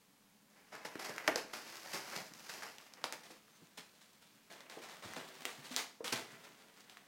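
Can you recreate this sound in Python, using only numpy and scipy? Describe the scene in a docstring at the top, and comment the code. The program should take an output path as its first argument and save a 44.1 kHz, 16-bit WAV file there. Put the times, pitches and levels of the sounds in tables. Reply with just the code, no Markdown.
"""Cat wrestling a wrapped roll

A cat wrestles a light, plastic-wrapped roll in a small room, drifting from the carpet onto a mat.
Fur and wrapper rub over the floor, paws rake the wrapper in short crinkling strokes, and claws and
teeth make it snap. Body and roll thud on the floor, and the hollow roll knocks.
The walls echo briefly, over a faint steady room noise."""
import sys
import numpy as np
from scipy import signal
from scipy.fft import rfft, irfft, next_fast_len
from scipy.io import wavfile

SR = 44100
rng = np.random.default_rng(int(sys.argv[2]) if len(sys.argv) > 2 else 0)


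def wav_out(sig):
    """Save sig, one row per channel (or a flat mono array), as 16-bit PCM at SR to the path in sys.argv[1]."""
    wavfile.write(sys.argv[1], SR, np.round(np.clip(np.atleast_2d(sig).T, -1, 1) * 32767).astype(np.int16))


N = 311787
TIME = np.arange(N) / SR


def gain(db):
    """Turn decibels into a number to multiply by."""
    return 10 ** (np.asarray(db) / 20)


def unit(x):
    """Scale x to an average (rms) level of 1."""
    return x / np.sqrt(np.mean(x ** 2) + 1e-20)


def tone(x, hz, db):
    """Turn each frequency in x up or down along a curve of decibels."""
    size = next_fast_len(len(x))
    bin_hz = np.maximum(np.arange(size // 2 + 1) * SR / size, 1)
    curve = gain(np.interp(np.log(bin_hz), np.log(hz), db))
    return irfft(rfft(x, size) * curve, size)[:len(x)]


def colour(x, points):
    """Shape x with (Hz, dB) points, then bring its average level to 1."""
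    return unit(tone(x, *np.transpose(points)))


def add(track, start, sound):
    """Mix a sound into the track at a time in seconds."""
    i = max(int(start * SR), 0)
    part = sound[:max(N - i, 0)]
    track[i:i + len(part)] += part


def wander(rate):
    """A random curve, about 1 in size, that takes a new direction `rate` times a second."""
    return unit(np.interp(TIME * rate, np.arange(4096), rng.standard_normal(4096)))


def grains(spread_db):
    """Countless tiny slips of fibres and creases: most are faint, a few stand out."""
    sizes = gain(spread_db * np.minimum(rng.exponential(size=N), 7))
    return unit(rng.standard_normal(N) * sizes)


def die_away(t, t60):
    """A fade that drops by 60 dB every t60 seconds."""
    return np.exp(-np.log(1000) * t / t60)


def ring(t, hz, t60):
    """One note, struck at t = 0 and dying away."""
    return np.sin(2 * np.pi * hz * t) * die_away(t, t60)


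# The tone of the steady room noise. Each row: frequency in Hz, relative level in dB.
ROOM_NOISE_TONE = [(15, -37), (25, -13), (75, -22), (104, -13.5), (129, -9.5), (215, 1), (253, -10),
                   (289, -3), (340, -17), (399, -10.5), (598, -14), (1050, -13), (1170, -14.5), (6380, -20),
                   (15500, -24)]

def room_noise(level_db):
    """A faint low murmur under an even hiss."""
    return colour(rng.standard_normal(N), ROOM_NOISE_TONE) * gain(level_db)


# How the room echoes. Each row: frequency in Hz, seconds to fade by 60 dB,
# energy in dB compared with the direct sound.
ECHO_BANDS = [(121, 0.86, -8), (420, 0.4, -3), (1000, 0.36, -5), (2490, 0.35, -5.5), (5500, 0.43, -9),
              (13600, 0.26, -5.5)]

def echoes(gap_s, early_db, early_s):
    """The echo from one spot: early bounces thicken into a short tail whose bass lasts longest."""
    t = np.arange(SR // 2) / SR
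    hz, t60, echo_db = np.transpose(ECHO_BANDS)
    bounces = rng.standard_normal(len(t)) * (rng.random(len(t)) < .02)
    early = bounces * gain(early_db) * np.exp(-t / early_s)
    spectrum = rfft(rng.standard_normal(len(t)) + early)
    bin_hz = np.maximum(np.arange(len(spectrum)) * SR / len(t), 1)
    band_position = np.interp(np.log(bin_hz), np.log(hz), np.arange(len(hz)))
    arrival = np.clip(t / gap_s - 1, 0, 1)  # silent until the first bounce comes back
    echo = np.zeros(len(t))
    for k in range(len(hz)):
        decay = die_away(t, t60[k]) * arrival
        band = irfft(spectrum * np.maximum(1 - np.abs(band_position - k), 0), len(t))
        echo += gain(echo_db[k]) * band * decay / np.sqrt(np.sum(decay ** 2))
    return echo


def room(x, stretches):
    """The cat keeps moving, so each stretch of play gets its own pattern of echoes."""
    out, step = x.copy(), N // stretches + 1
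    for i in range(0, N, step):
        echo = echoes(gap_s=0.0029, early_db=8.0, early_s=0.011)
        add(out, i / SR, signal.fftconvolve(x[i:i + step], echo))
    return out


def low_cut(x, corner_hz):
    """Cut away the deep bass, as the microphone does."""
    return signal.sosfilt(signal.butter(3, corner_hz, "high", fs=SR, output="sos"), x)


# The tone of each floor. Each row: frequency in Hz, change on the carpet in dB, change on the mat in dB.
FLOOR_TONE = [(400, -1, -0.5), (910, 0.5, -1), (2510, -1.5, -2.5), (3520, -4.5, 1), (4980, 0.5, -2.5),
              (8950, -5, -2), (11700, -1, -4.5), (16000, -3, 1.5)]
# The drift onto the mat. Each row: time in seconds, share of the play on the mat from 0 to 1.
MAT_SHARE = [(2.6, 0), (3.6, 0.94)]

def on_floor(x):
    """Soft carpet and flat mat each change the tone of what scrapes over them."""
    hz, carpet_db, mat_db = np.transpose(FLOOR_TONE)
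    on_mat = np.interp(TIME, *np.transpose(MAT_SHARE))
    return (1 - on_mat) * tone(x, hz, carpet_db) + on_mat * tone(x, hz, mat_db)


# Slow rubbing, one list for each bout of play.
# Each row: time in seconds, relative level of the low rustle in dB, and of the hiss in dB.
RUB_BOUTS = [
    [(0.5, -68.5, -71.5), (0.77, -64, -72), (0.906, -59.5, -65), (1.188, -49.5, -56.5), (1.5, -63, -68)],
    [(1.55, -57, -54.5), (2.102, -52, -52), (2.256, -63, -58.5), (2.576, -57.5, -54.5), (2.9, -64.5, -65.5)],
    [(3.0, -61, -74), (3.192, -64, -64), (3.33, -67.5, -69), (4.304, -76.5, -71), (4.45, -70, -69.5)],
    [(4.55, -64, -69), (4.67, -60, -72), (4.914, -59.5, -63), (5.75, -59, -59), (5.96, -79, -75)],
    [(6.05, -78, -87), (6.142, -65, -66), (6.22, -55.5, -62), (6.694, -64, -67), (7.07, -65.5, -71.5)],
]
# The tones of the rustle and the hiss. Each row: frequency in Hz, relative level in dB.
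RUSTLE_TONE = [(60, -38), (130, -7), (250, 3), (500, 4), (1000, 3.5), (2000, 5), (3000, -1), (5000, -24)]
HISS_TONE = [(1500, -6), (3000, -3.5), (4500, -2.5), (6200, -3.5), (8500, -7.5), (12000, -12.5),
             (16000, -14)]

def rubbing(rustle_gain_db, hiss_gain_db):
    """Fur and roll drag over the carpet fibres, catching and letting go."""
    times, rustle_db, hiss_db = np.concatenate(RUB_BOUTS).T
    rustle_level = gain(rustle_gain_db + np.interp(TIME, times, rustle_db, left=-120))
    hiss_level = gain(hiss_gain_db + np.interp(TIME, times, hiss_db, left=-120))
    catch = gain(1.5 * wander(rate=22) + 1.3 * wander(rate=60) + 1.1 * wander(rate=280))
    judder = unit(gain(2.2 * wander(rate=130)))  # the roll hops over the tufts
    rustle = colour(grains(spread_db=2.5), RUSTLE_TONE) * rustle_level
    hiss = colour(grains(spread_db=4.0), HISS_TONE) * hiss_level
    return (rustle * judder + hiss) * catch


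# One thin squeak of plastic: start in seconds, length in seconds, level in dB, pitch in Hz.
PLASTIC_SQUEAK = (3.505, .095, -71, 6200)

def squeak(waver):
    """The wrapper sticks and slips for a moment on an unsteady pitch."""
    start, length, db, hz = PLASTIC_SQUEAK
    swell = np.sin(np.pi * np.clip((TIME - start) / length, 0, 1))
    pitch_hz = hz * (1 + waver * wander(rate=450))
    return gain(db) * swell * np.sin(2 * np.pi * np.cumsum(pitch_hz) / SR)


# Soft blows of paws and body on the floor. Each row: start in seconds, level in dB, rough pitch in Hz.
FLOOR_THUDS = [(.850, -51, 222), (1.090, -43, 258), (1.278, -32, 335), (1.281, -23, 634),
               (1.936, -40.5, 334), (2.164, -44.5, 278), (2.205, -50.5, 161), (3.04, -41.5, 424),
               (3.303, -47.5, 395), (3.612, -52.5, 184), (3.782, -50, 270), (4.769, -41, 420),
               (5.045, -44, 123), (5.096, -50, 129), (5.167, -46, 230), (5.452, -45, 525),
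               (5.583, -48.5, 147), (6.004, -41, 625), (6.036, -45.5, 323), (6.123, -35.5, 330),
               (6.124, -43, 129), (6.325, -53, 173)]

def thuds(contact_s):
    """The carpet cushions each blow into a puff of dull noise."""
    t = np.arange(SR // 3) / SR
    out = np.zeros(N)
    for start, db, hz in FLOOR_THUDS:
        t60 = .09 * (300 / hz) ** 0.36  # heavier, lower blows die away more slowly
        dull_tone = [(hz / 4, -24), (hz / 2, -6), (hz, 0), (hz * 2, -9), (hz * 8, -50)]
        noise = colour(rng.standard_normal(len(t)), dull_tone)
        puff = noise * die_away(t, t60) * (1 - np.exp(-t / contact_s))
        add(out, start, gain(db) * puff / np.abs(puff).max())
    return out


# Knocks on the roll. Each row: start in seconds, level in dB, pitch in Hz, seconds to fade by 60 dB.
ROLL_KNOCKS = [(0.956, -29, 353, 0.013), (1.359, -28, 500, 0.026), (2.317, -49.5, 250, 0.042),
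               (5.71, -43, 253.6, 0.11), (6.0064, -34, 484, 0.044)]

def knocks(contact_s):
    """The hollow roll gives a short, round note whose pitch depends on where it is struck and held."""
    t = np.arange(SR // 3) / SR
    out = np.zeros(N)
    for start, db, hz, t60 in ROLL_KNOCKS:
        add(out, start, gain(db) * ring(t, hz, t60) * (1 - np.exp(-t / contact_s)))
    return out


# The tone of crinkling plastic. Each row: frequency in Hz, relative level in dB.
CRINKLE_TONE = [(50, -53), (130, -9), (300, -6), (700, 0), (1300, -0.5), (2100, 1.5), (3000, -2.5),
                (5200, -2.5), (8500, -8), (12000, -13), (16000, -22)]
# Quick paw strokes over the wrapper. Each row: start in seconds, level in dB,
# fade time in seconds, brightness (extra treble over bass) in dB.
PAW_STROKES = [(0.554, -63, 0.027, -14), (0.72, -49, 0.067, -15), (0.848, -40.5, 0.019, -6.5),
               (.992, -44.5, 0.075, -3), (1.045, -43.5, 0.013, 1), (1.089, -46.5, .018, -7),
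               (1.371, -40, 0.027, -6.5), (1.531, -43.5, 0.051, -4.5), (1.665, -51.5, 0.018, -2),
               (1.931, -41.5, 0.046, 8), (2.155, -41.5, 0.043, -4), (2.489, -48, 0.07, 2),
               (2.622, -45, 0.046, -6.5), (3.042, -43, 0.023, -7), (3.122, -43.5, .02, -7),
               (3.232, -56, 0.048, 2), (3.300, -56.5, 0.032, -1), (3.773, -47, 0.025, 4),
               (4.008, -64.5, 0.023, 11), (4.213, -61, 0.035, -1), (4.499, -51, 0.066, -6.5),
               (4.696, -52, 0.12, -7), (4.818, -50.5, .05, -5), (4.885, -52.5, 0.032, -8),
               (5.022, -47, 0.12, -9), (5.160, -44.5, 0.039, -13), (5.452, -45, 0.067, -2),
               (5.640, -51, 0.066, 1), (5.711, -47, 0.064, -1.5), (5.766, -41.5, 0.026, 9),
               (5.788, -38.5, 0.016, 3), (6.042, -40, 0.041, 6), (6.122, -32, 0.015, -0.5),
               (6.156, -41.5, 0.042, -6.5), (6.437, -54, 0.016, 0), (6.58, -59.5, .05, -10),
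               (6.795, -59, 0.022, -4), (6.894, -59.5, 0.055, -2)]

def paw_strokes(split_hz):
    """Each stroke swells and fades as a shower of crinkles, with its own brightness."""
    crinkle = colour(grains(spread_db=2.2), CRINKLE_TONE) * gain(1.8 * wander(rate=300))
    dull = signal.sosfilt(signal.butter(1, split_hz, fs=SR, output="sos"), crinkle)
    t = np.arange(SR // 2) / SR
    dull_level, bright_level = np.zeros(N), np.zeros(N)
    for start, db, fade_s, bright_db in PAW_STROKES:
        rise_s = 0.0051 * .5 ** ((db + 42.5) / 23)  # a harder stroke takes hold sooner
        swell = np.sqrt(np.minimum(t / rise_s, 1))
        shape = gain(db) * swell * np.exp(-np.maximum(t - rise_s, 0) / fade_s)
        add(dull_level, start, shape * gain(-bright_db / 2))
        add(bright_level, start, shape * gain(bright_db / 2))
    return dull_level * dull + bright_level * (crinkle - dull)


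def chance_snaps(per_second, over_rub_db, usual_hz, edge_db):
    """Handling the roll sets off faint snaps, louder as the rubbing grows. Returns rows for snaps()."""
    times, rustle_db, hiss_db = np.concatenate(RUB_BOUTS).T
    gap, size, pitch = rng.standard_normal((200, 3)).T
    starts = times[0] + np.cumsum(np.exp(gap / 2 - 1 / 8)) / per_second
    rub_db = np.interp(starts, times, (rustle_db + hiss_db) / 2)
    levels_db = rub_db + over_rub_db + 2 * np.clip(size, -2, 2)
    pitches_hz = usual_hz * 2 ** (0.47 * np.clip(pitch, -2, 2))  # up to about an octave either way
    return [(start, db, hz, edge_db) for start, db, hz in zip(starts, levels_db, pitches_hz)]


# Loud snaps of the wrapper under claws and teeth. Each row: start in seconds, level in dB,
# pitch in Hz, level of the sharp edge in dB compared with the main swing.
WRAPPER_SNAPS = [(.753, -37, 1400, 2), (0.9553, -33.5, 1440, -4), (1.1814, -25, 1590, -6),
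                 (1.277, -20, 4700, -12), (1.2787, -11, 1530, -19), (1.3588, -16, 4770, -27),
                 (2.114, -38, 2000, -2), (2.1625, -32.5, 1490, -14), (2.1635, -28.5, 4560, -15),
                 (2.3373, -43.5, 5000, 9), (2.4964, -35, 1840, 2), (2.539, -35, 3400, 4),
                 (2.6229, -34, 1490, -13), (2.634, -35.5, 1380, 3), (2.784, -36, 2940, 0),
                 (2.9373, -35.5, 4950, -22), (3.0414, -24, 1090, -18), (3.0413, -20, 3550, -24),
                 (3.125, -30.5, 1910, 10.5), (4.525, -46, 4000, 9), (4.6064, -39, 3880, -16),
                 (4.6986, -35, 3780, -15), (5.1362, -33, 1450, 1.5), (5.4535, -20.5, 2240, 1.5),
                 (5.7638, -21.5, 4560, 8.5), (6.0797, -24.5, 3450, -9), (6.1265, -20.5, 4050, -3),
                 (6.807, -48, 4440, 6), (6.8974, -39, 3240, -8), (6.971, -37.5, 1680, -11)]

def snaps(cycles, edge_hz, edge_t60, crackle_db, crackle_s):
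    """A patch of wrapper buckles in one or two swings, with a sharp edge and a brief crackle."""
    t = np.arange(SR // 25) / SR
    out = np.zeros(N)
    faint = chance_snaps(per_second=14, over_rub_db=13, usual_hz=2300, edge_db=-12)
    edge = np.gradient(ring(t, edge_hz, edge_t60))
    edge /= np.abs(edge).max()
    for start, db, hz, edge_db in WRAPPER_SNAPS + faint:
        # a small patch is heard only through its quick changes, so it has no bass
        swing = np.gradient(t * ring(t, hz, cycles / hz))
        swing /= np.abs(swing).max()
        crackle = colour(rng.standard_normal(len(t)), CRINKLE_TONE) * np.exp(-t / crackle_s)
        add(out, start, gain(db) * (swing + gain(edge_db) * edge + gain(crackle_db) * crackle))
    return out


def scene():
    """The cat and the roll in the room, as one channel."""
    scuffs = rubbing(rustle_gain_db=-3, hiss_gain_db=-1) + paw_strokes(split_hz=970)
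    scuffs += snaps(cycles=2.26, edge_hz=5600, edge_t60=0.00092, crackle_db=-15, crackle_s=0.0042)
    play = on_floor(scuffs) + squeak(waver=0.015) + thuds(contact_s=0.0019) + knocks(contact_s=0.00045)
    play_in_room = room(low_cut(play, corner_hz=123), stretches=22)
    return (play_in_room + room_noise(level_db=-68.5))[None]


def record(dry):
    """Cut away the highest treble, above 15900 Hz."""
    return signal.sosfilt(signal.ellip(10, .2, 65, 15900, fs=SR, output="sos"), dry)


dry = scene()
out = record(dry)
wav_out(out)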